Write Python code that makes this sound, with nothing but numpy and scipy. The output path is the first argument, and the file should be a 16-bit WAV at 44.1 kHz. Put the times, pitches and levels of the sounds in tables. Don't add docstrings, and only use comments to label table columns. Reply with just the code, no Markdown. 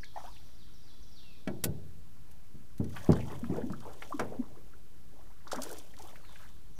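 import sys
import numpy as np
from scipy import signal
from scipy.fft import rfft, irfft
from scipy.io import wavfile
from scipy.ndimage import uniform_filter1d

SR = 44100
rng = np.random.default_rng(int(sys.argv[2]) if len(sys.argv) > 2 else 0)


def persist_wave(psi):
    counts = np.round(np.clip(psi, -1, 1) * 32767).astype(np.int16)
    wavfile.write(sys.argv[1], SR, np.atleast_2d(counts).T)


N = 299421

BANDS_HZ = np.geomspace(100, 16000, num=60)
# (crest time [s], relative gurgle level [dB], relative fizz level [dB],
# build-up [s], t60 [s], bubble pitch at the crest [Hz], glide [octaves/s])
RIPPLES = [(.23, -57.5, -60, 0.05, 0.96, 1500, 0), (2.99, -54.5, -54.5, 0.057, 3.5, 1310, 3.5),
           (3.16, -46, -82, 0.077, 2, 590, -3), (3.315, -44.5, -60, 0.0091, 0.27, 890, -17),
           (3.582, -45, -61.5, 0.055, 0.094, 557, -5), (3.88, -51.5, -63, 0.048, 1.07, 690, -3.5),
           (4.11, -58.5, -57.5, 0.11, 1.2, 870, -9), (4.34, -51.5, -89, 0.016, 1.17, 520, -0.5),
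           (5.19, -62.5, -76, 0.071, 1.25, 655, 5), (5.56, -47.5, -58, 0.049, 0.89, 1000, 4.5),
           (5.70, -49.5, -50, 0.086, 0.81, 467, 2), (6.02, -53.5, -57.5, 0.027, 1.3, 890, 0.5),
           (6.43, -58.5, -60, 0.1, 0.45, 1460, -1.5)]


def amp(db):
    return 10 ** (np.asarray(db) / 20)


def evened(x):
    return x / np.sqrt(np.mean(x ** 2) + 1e-20)


def read(points, hz):
    f, value = np.transpose(points)
    return np.interp(np.log(hz + 1), np.log(f + 1), value)


def add(mix, s, sound):
    part = mix[max(round(s * SR), 0):][:len(sound)]
    part += sound[:len(part)]


def clock(size):
    return np.arange(size) / SR


def tint(x, points):
    gain = amp(read(points, np.fft.rfftfreq(len(x), 1 / SR)))
    return evened(irfft(rfft(x) * gain, len(x)))


def cut(x, hz, kind, order):
    sos = signal.butter(order, min(hz, SR / 2 - SR / 20), kind, fs=SR, output="sos")
    return signal.sosfilt(sos, x)


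def ring(modes, t):
    out = np.zeros(len(t))
    for k, (hz, db, t60) in enumerate(modes):
        out += (-1) ** k * amp(db - 60 * t / t60) * np.sin(2 * np.pi * hz * t)
    return out


def echo(x, t60, delay):
    t = clock(size=44100)
    signs = rng.choice([-1., 1.], len(t))
    sparse = rng.random(len(t)) < 1 / 20
    taps = signs * sparse * (t > delay) * amp(-60 * t / t60)
    return signal.fftconvolve(x, taps / np.linalg.norm(taps))[:N]


def reel(rise_s=0.0027, boat_db=-15):
    # (time [s], level [dB], low-pass edge [Hz], rattle t60 [s])
    ticks = [(1.4745, -31, 3400, 0.031), (1.638, -24, 16200, 0.043), (2.31, -61.5, 14100, 0.071),
             (2.779, -52.5, 14100, 0.041), (2.842, -46, 9600, 0.02), (2.932, -59, 14000, 0.023)]
    # (frequency [Hz], relative density [dB])
    rattle_spectrum = [(200, 7), (800, -1), (6000, 0), (14000, 3.5), (16000, -6)]
    # (frequency [Hz], relative level [dB], t60 [s])
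    metal_modes = [(1497, -22.5, 0.11), (1920, -15, 0.042), (5860, -7.5, 0.02), (8410, -13, 0.016),
                   (11000, -8, 0.025)]
    out, t = np.zeros(N), clock(size=8192)
    for s, db, top_hz, t60 in ticks:
        rattle = tint(rng.standard_normal(len(t)), rattle_spectrum) * amp(-60 * t / t60)
        click = (rattle + ring(metal_modes, t)) * (1 - np.exp(-t / rise_s)) * 2
        add(out, s, amp(db) * cut(click, top_hz, "low", order=2))
    return out + amp(boat_db) * echo(cut(out, 3600, "low", order=1), t60=0.045, delay=0.015)


def knocks(panel_db=-5, modes_db=-4, push_db=6, contact_cycles=0.39, node_q=4.0):
    # (time [s], level [dB], hardness as low-pass edge [Hz], high-pass edge [Hz], factor on t60 [-],
    # node where the blow lands [Hz])
    blows = [(1.474, -29.5, 594, 118, 0.99, 480), (1.655, -33.5, 550, 68, 1.37, 1030),
             (1.686, -31, 175, 60, 1.4, 486), (2.542, -48.5, 272, 49.3, 1.7, 724),
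             (2.799, -25.5, 335, 72, 1.04, 665), (3.091, -15, 490, 61, 0.68, 2040),
             (3.111, -26, 166, 69.6, 2.16, 400), (3.498, -27.5, 378, 80, 0.75, 530),
             (3.569, -33.5, 885, 200, 1.27, 1170), (3.701, -33.5, 317, 102, 1.3, 430),
             (4.195, -33, 1070, 91, 1.74, 164)]
    # (frequency [Hz], relative level [dB], t60 before the blow's factor [s])
    hull_modes = [(86.1, -10, 1), (136.25, -6.5, 0.44), (158, 1, 0.11), (197, -4, 0.25), (232.4, -3, 0.31),
                  (272, -8.5, 0.29), (320, -3, 0.089), (348.5, -5, 0.22), (411, -7.5, 0.31),
                  (452, -8.5, 0.24), (591, -3.5, 0.17), (640.4, 0, 0.07), (822, -9, 0.16)]
    # (frequency [Hz], relative density [dB])
    panel_spectrum = [(50, 1), (100, 13), (300, 3.5), (520, 6), (700, 7), (1050, 8), (3000, -5),
                      (8000, -68)]
    # (frequency [Hz], t60 before the blow's factor [s])
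    panel_t60 = [(80, 1), (250, 0.72), (600, 0.42), (1200, 0.13), (3000, 0.4), (8000, .06)]
    out, t = np.zeros(N), clock(size=32768)
    for s, db, top_hz, bass_hz, hold, node_hz in blows:
        u = t * top_hz / contact_cycles - 2
        push = u * np.exp((1 - u ** 2) / 2)
        hz, age, z = signal.stft(tint(rng.standard_normal(len(t)), panel_spectrum), SR, nperseg=512)
        decay = amp(-60 * age / (hold * read(panel_t60, hz)[:, None]))
        panels = signal.istft(z * decay, SR, nperseg=512)[1][:len(t)]
        modes = ring([(f, level, t60 * hold) for f, level, t60 in hull_modes], t)
        body = amp(push_db) * push + amp(modes_db) * modes + amp(panel_db) * panels
        body = signal.lfilter(*signal.iirnotch(node_hz, node_q, SR), body)
        body = cut(cut(body, top_hz, "low", order=2), bass_hz, "high", order=2)
        add(out, s, amp(db) * body)
    return out


def bench(rise_s=.001):
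    # (time [s], level [dB])
    blow = (1.4746, -32.5)
    # (frequency [Hz], relative level [dB], t60 [s])
    bench_modes = [(197, 0, .28), (323, -7, .4), (361, -6, .4), (633, 0, 0.13), (1367, -14, .1),
                   (1674, -8, .075), (2272, -9, .071)]
    out, t = np.zeros(N), clock(size=32768)
    s, db = blow
    add(out, s, amp(db) * (1 - np.exp(-t / rise_s)) * ring(bench_modes, t))
    return out


def bubble(hz, swell_s, rise):
    u = clock(int(8 * swell_s * SR) + 2) / swell_s
    pitch = hz * (1 + rise * (u - 1.3))
    envelope = (u * np.exp(1 - u)) ** 2
    return envelope * np.sin(2 * np.pi * (np.cumsum(pitch) / SR + rng.random()))


def burble(hz, length_s, cycles, count):
    out = np.zeros(8192)
    for when, size, strength in rng.random((count, 3)):
        pitch = hz * 2 ** ((size - .5) / 2)
        gain = (.5 + strength) * np.sin(np.pi * when)
        add(out, when * length_s, gain * bubble(pitch, cycles / pitch, rise=0))
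    return out


def glugs(rise_per_cycle=0.016, churn_db=-13, churn_cycles=16, churn_db_per_cycle=1.57):
    # (time [s], level [dB], nominal pitch [Hz], swell time [cycles])
    pockets = [(0.032, -40.5, 1994, 7.6), (.160, -35, 796, 2), (.169, -36.5, 747, 6), (.2, -54, 968, 10),
               (.238, -47.5, 755, 9.3), (.274, -51.5, 944, 9.1), (3.131, -28.5, 1204, 1.1),
               (3.427, -29.5, 226, 1.53), (3.521, -28, 318, 1.03), (3.543, -39, 374, 5.2),
               (3.581, -29, 481, 2.2), (3.614, -52, 1650, 10.7), (3.634, -27.5, 231, 1.6),
               (3.667, -32.5, 279.6, 1.24), (3.731, -46.5, 1323, 8.5), (3.854, -36.5, 920, 1.2),
               (3.866, -48, 443, 4.6), (4.103, -43.5, 693, 4.5), (4.123, -28.5, 1105, 3.96),
               (4.14, -32, 288, 1.9), (4.215, -33.5, 490, 4.2), (4.322, -36.5, 595, 1.4),
               (4.342, -45, 532, 5.1), (4.391, -28, 254.6, 1.93), (4.57, -47, 402, 1.8),
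               (4.733, -55.5, 1400, 7.9), (5.471, -38, 1190, 0.83), (5.518, -29.5, 1310, 1.4),
               (5.531, -23, 626, 0.75), (5.546, -35.5, 1290, 2.3), (5.555, -39.5, 244, 6.8),
               (5.584, -32.5, 1060, 0.89), (5.586, -44.5, 639, 7.8), (5.687, -51, 500, 1.9),
               (5.995, -44, 824, 4.2)]
    out = np.zeros(N)
    for s, db, hz, cycles in pockets:
        add(out, s, amp(db) * bubble(hz, cycles / hz, rise_per_cycle * cycles))
        churn_s = churn_cycles / hz
        churn_gain = amp(db + churn_db + churn_db_per_cycle * cycles)
        add(out, s - churn_s / 4, churn_gain * burble(hz, churn_s, cycles=1.48, count=8))
    return out


def splashes(full_width_octaves=0.68, full_db=-42, skirt_db=-19, rise_s=0.0028, pocket_db=-5,
             pocket_s=0.00048):
    # (time [s], level [dB], centre [Hz], t60 [s])
    slaps = [(0.043, -43.5, 4340, 0.016), (0.159, -57.5, 1850, 0.097), (0.363, -55.5, 2670, 0.045),
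             (2.963, -43, 1520, 0.085), (3.119, -33.5, 4940, 0.014), (3.128, -46, 4230, 0.033),
             (3.164, -47, 1500, 0.035), (3.203, -51.5, 2360, 0.094), (3.277, -51.5, 776, 0.17),
             (3.44, -44, 1030, 0.035), (3.7, -44.5, 990, 0.025), (4.021, -38, 1400, 0.037),
             (4.194, -31.5, 1000, 0.079), (4.195, -36, 5600, 0.024), (5.476, -49, 4600, 0.033),
             (5.515, -39.5, 4900, 0.06), (5.559, -35.5, 5760, 0.017), (5.619, -33.5, 5730, 0.022),
             (5.631, -40, 7300, 0.051), (5.784, -40, 7260, 0.023), (5.937, -51.5, 1900, 0.028),
             (6.022, -42.5, 6070, 0.017), (6.157, -48, 1940, 0.031), (6.25, -51.5, 2350, 0.022),
             (6.357, -47, 1940, 0.03)]
    out, t = np.zeros(N), clock(size=4096)
    for s, db, hz, t60 in slaps:
        octaves = np.log2(BANDS_HZ / hz)
        width = full_width_octaves * min(amp(db - full_db), 1)
        hump = np.exp(-(octaves / width) ** 2 / 2) + amp(skirt_db) / (1 + octaves ** 2 / 2)
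        grains = rng.standard_normal(len(t)) * rng.exponential(1, len(t))
        spray = tint(grains, np.c_[BANDS_HZ, 20 * np.log10(hump)])
        add(out, s, amp(db - 60 * t / t60) * (1 - np.exp(-t / rise_s)) * 2 * spray)
        add(out, s, amp(db + pocket_db) * bubble(hz, pocket_s, rise=0))
    return out


def drops(width_octaves=0.87, t60=0.024, rise_s=0.0018):
    # (time [s], level [dB], centre [Hz])
    landings = [(2.895, -57, 9500), (3.392, -53, 9500), (3.564, -52, 5060), (3.721, -51, 4800),
                (3.803, -54, 4330), (3.932, -53, 5940), (5.532, -41, 5200), (5.670, -53, 6000),
                (5.692, -46, 6540), (5.712, -42.5, 8500), (5.727, -43.5, 9500), (5.966, -54, 3650),
                (5.987, -48, 5800)]
    out, t = np.zeros(N), clock(size=2048)
    for s, db, hz in landings:
        hump = 1 / (1 + (np.log2(BANDS_HZ / hz) / width_octaves) ** 2)
        tick = tint(rng.standard_normal(len(t)), np.c_[BANDS_HZ, 20 * np.log10(hump)])
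        add(out, s, amp(db - 60 * t / t60) * (1 - np.exp(-t / rise_s)) * 2 * tick)
    return out


def surge(age, build_s, t60):
    return np.where(age < 0, np.exp(-(age / build_s) ** 2 / 2), amp(-60 * np.maximum(age, 0) / t60))


def gurgle(spread_octaves=0.91, skirt_db=-17, cycles=2.61, per_s=55, size_db=3, clump_db=4.5, rise=0.062,
           calm_db=-75):
    # (frequency [Hz], relative level [dB])
    gurgle_spectrum = [(280, 5), (600, 3.5), (1800, 2), (3400, -9)]
    out, t = np.zeros(N), np.arange(0, N / SR, .005)
    pitches = np.geomspace(gurgle_spectrum[0][0], gurgle_spectrum[-1][0], num=22)
    clumps = uniform_filter1d(rng.standard_normal((22, len(t))), size=5, axis=0)
    clumps = evened(uniform_filter1d(clumps, size=5, axis=1))
    for hz, clump in zip(pitches, clumps):
        power = amp(calm_db) ** 2
        for s, db, _, build_s, t60, crest_hz, glide in RIPPLES:
            octaves = np.log2(hz / crest_hz) - glide * (t - s)
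            hump = np.exp(-(octaves / spread_octaves) ** 2 / 2) + amp(skirt_db)
            power = power + (amp(db) * surge(t - s, build_s, t60) * hump) ** 2
        clump_curve = np.interp(clock(N), t, np.minimum(clump, 2))
        sizes = amp(size_db * np.minimum(rng.exponential(1, N), 2) + clump_db * clump_curve)
        train = (rng.random(N) < per_s / SR) * sizes * rng.choice([-1, 1], N)
        swarm = evened(signal.oaconvolve(train, bubble(hz, cycles / hz, rise))[:N])
        level = np.interp(clock(N), t, np.sqrt(power / len(clumps)))
        out += amp(read(gurgle_spectrum, hz)) * swarm * level
    return out


def froth(per_s, cycles, spread_db):
    # (frequency [Hz], relative level [dB])
    fizz_spectrum = [(2500, 6.5), (5000, 8.5), (15000, 8)]
    out = np.zeros(N)
    for hz in np.geomspace(fizz_spectrum[0][0], fizz_spectrum[-1][0], num=36):
        grain = bubble(hz, cycles * rng.uniform(.6, 1.4) / hz, rise=0)
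        strengths = amp(spread_db * np.minimum(rng.exponential(1, N), 3))
        train = (rng.random(N) < per_s / 36 / SR) * strengths
        swarm = signal.oaconvolve(train, grain / np.linalg.norm(grain))[:N]
        out += amp(read(fizz_spectrum, hz)) * swarm
    return evened(out)


def lapping(gurgle_gain_db=-1, fizz_gain_db=-4.0, crackle_db=2, clump_db=7, clump_hz=28, calm_fizz_db=-72.5):
    t = clock(N)
    power = sum((amp(db) * surge(t - s, build_s, t60)) ** 2 for s, _, db, build_s, t60, *_ in RIPPLES)
    spray_level = np.sqrt(power)
    fizz = froth(per_s=6500, cycles=1.5, spread_db=4.0)
    drift = evened(cut(rng.standard_normal(N), clump_hz, "low", order=2))
    clumps = amp(clump_db * np.minimum(drift, 1))
    crackle = evened(clumps * echo(froth(per_s=600, cycles=1.4, spread_db=3), t60=0.015, delay=0))
    spray = spray_level * evened(fizz + amp(crackle_db) * crackle)
    return amp(gurgle_gain_db) * gurgle() + amp(fizz_gain_db) * (amp(calm_fizz_db) * fizz + spray)


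def whistle(start, db, note, quaver=0.0398):
    offset, length, *pitches = note
    u = clock(int(length * SR)) / length
    hz = np.polyval(np.polyfit([0, .5, 1], pitches, 2), u)
    hz = hz * (1 + quaver * evened(uniform_filter1d(rng.standard_normal(len(u)), size=50)))
    tone = np.sin(2 * np.pi * np.cumsum(hz) / SR)
    return start + offset, amp(db) * np.sqrt(np.sin(np.pi * u)) * tone


def bird(level_db=-4.5, direct_db=-3.5, leaves_db=-6, leaves_t60=0.39, trees_t60=2.3, ending_db=-56.5):
    # (slur time [s], relative slur level [dB], relative lead-in level [dB])
    phrases = [(.02, -51.5, -57.5), (0.306, -55, -56.5), (0.585, -55.5, -60), (0.867, -54.5, -56.5),
               (1.153, -50, -55)]
    # (time from the slur's start [s], length [s], start [Hz], middle [Hz], end [Hz])
    slur = (0, 0.06, 4950, 3850, 3050)
    lead_in = [(-.133, 0.03, 6050, 5680, 4900), (-.042, 0.03, 4410, 5170, 5820)]
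    ending = (0.05, .18, 2950, 2650, 2380)
    # (time [s], relative level [dB], length [s], start [Hz], middle [Hz], end [Hz])
    singles = [(6.214, -58.5, .13, 4480, 3830, 2990), (6.752, -56, 0.042, 6230, 6000, 6160)]
    song, last = np.zeros(N), np.zeros(N)
    for s, slur_db, lead_db in phrases:
        add(song, *whistle(s, slur_db, slur))
        for note in lead_in:
            add(song, *whistle(s, lead_db, note))
    for s, db, *note in singles:
        add(song, *whistle(s, db, (0, *note)))
    add(last, *whistle(phrases[-1][0], ending_db, ending, quaver=0.019))
    near = amp(direct_db) * (song + last) + amp(leaves_db) * echo(song + last, t60=leaves_t60, delay=0)
    return amp(level_db) * (near + echo(song, t60=trees_t60, delay=0.018))


def air(level_db=-56.5):
    # (frequency [Hz], relative density [dB])
    air_spectrum = [(15, -21), (27, -6), (40, -4.5), (100, -13.5), (200, -19), (330, -25), (550, -36.5),
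                    (1200, -36), (2300, -40.5), (5000, -42), (9000, -45), (14500, -43), (15800, -71)]
    return amp(level_db) * tint(rng.standard_normal(N), air_spectrum)


def scene(hull_db=-9):
    water = glugs() + splashes() + drops() + lapping()
    through_hull = amp(hull_db) * echo(cut(water, 2750, "low", order=1), t60=0.13, delay=.004)
    return (knocks() + bench() + reel() + water + through_hull + bird() + air())[None]


def record(dry, offset=-.0187, edge_hz=15600):
    low_pass = signal.firwin(255, edge_hz, window=("kaiser", 8), fs=SR)
    return offset + signal.oaconvolve(dry, low_pass[None], "same")


dry = scene()
out = record(dry)
persist_wave(out)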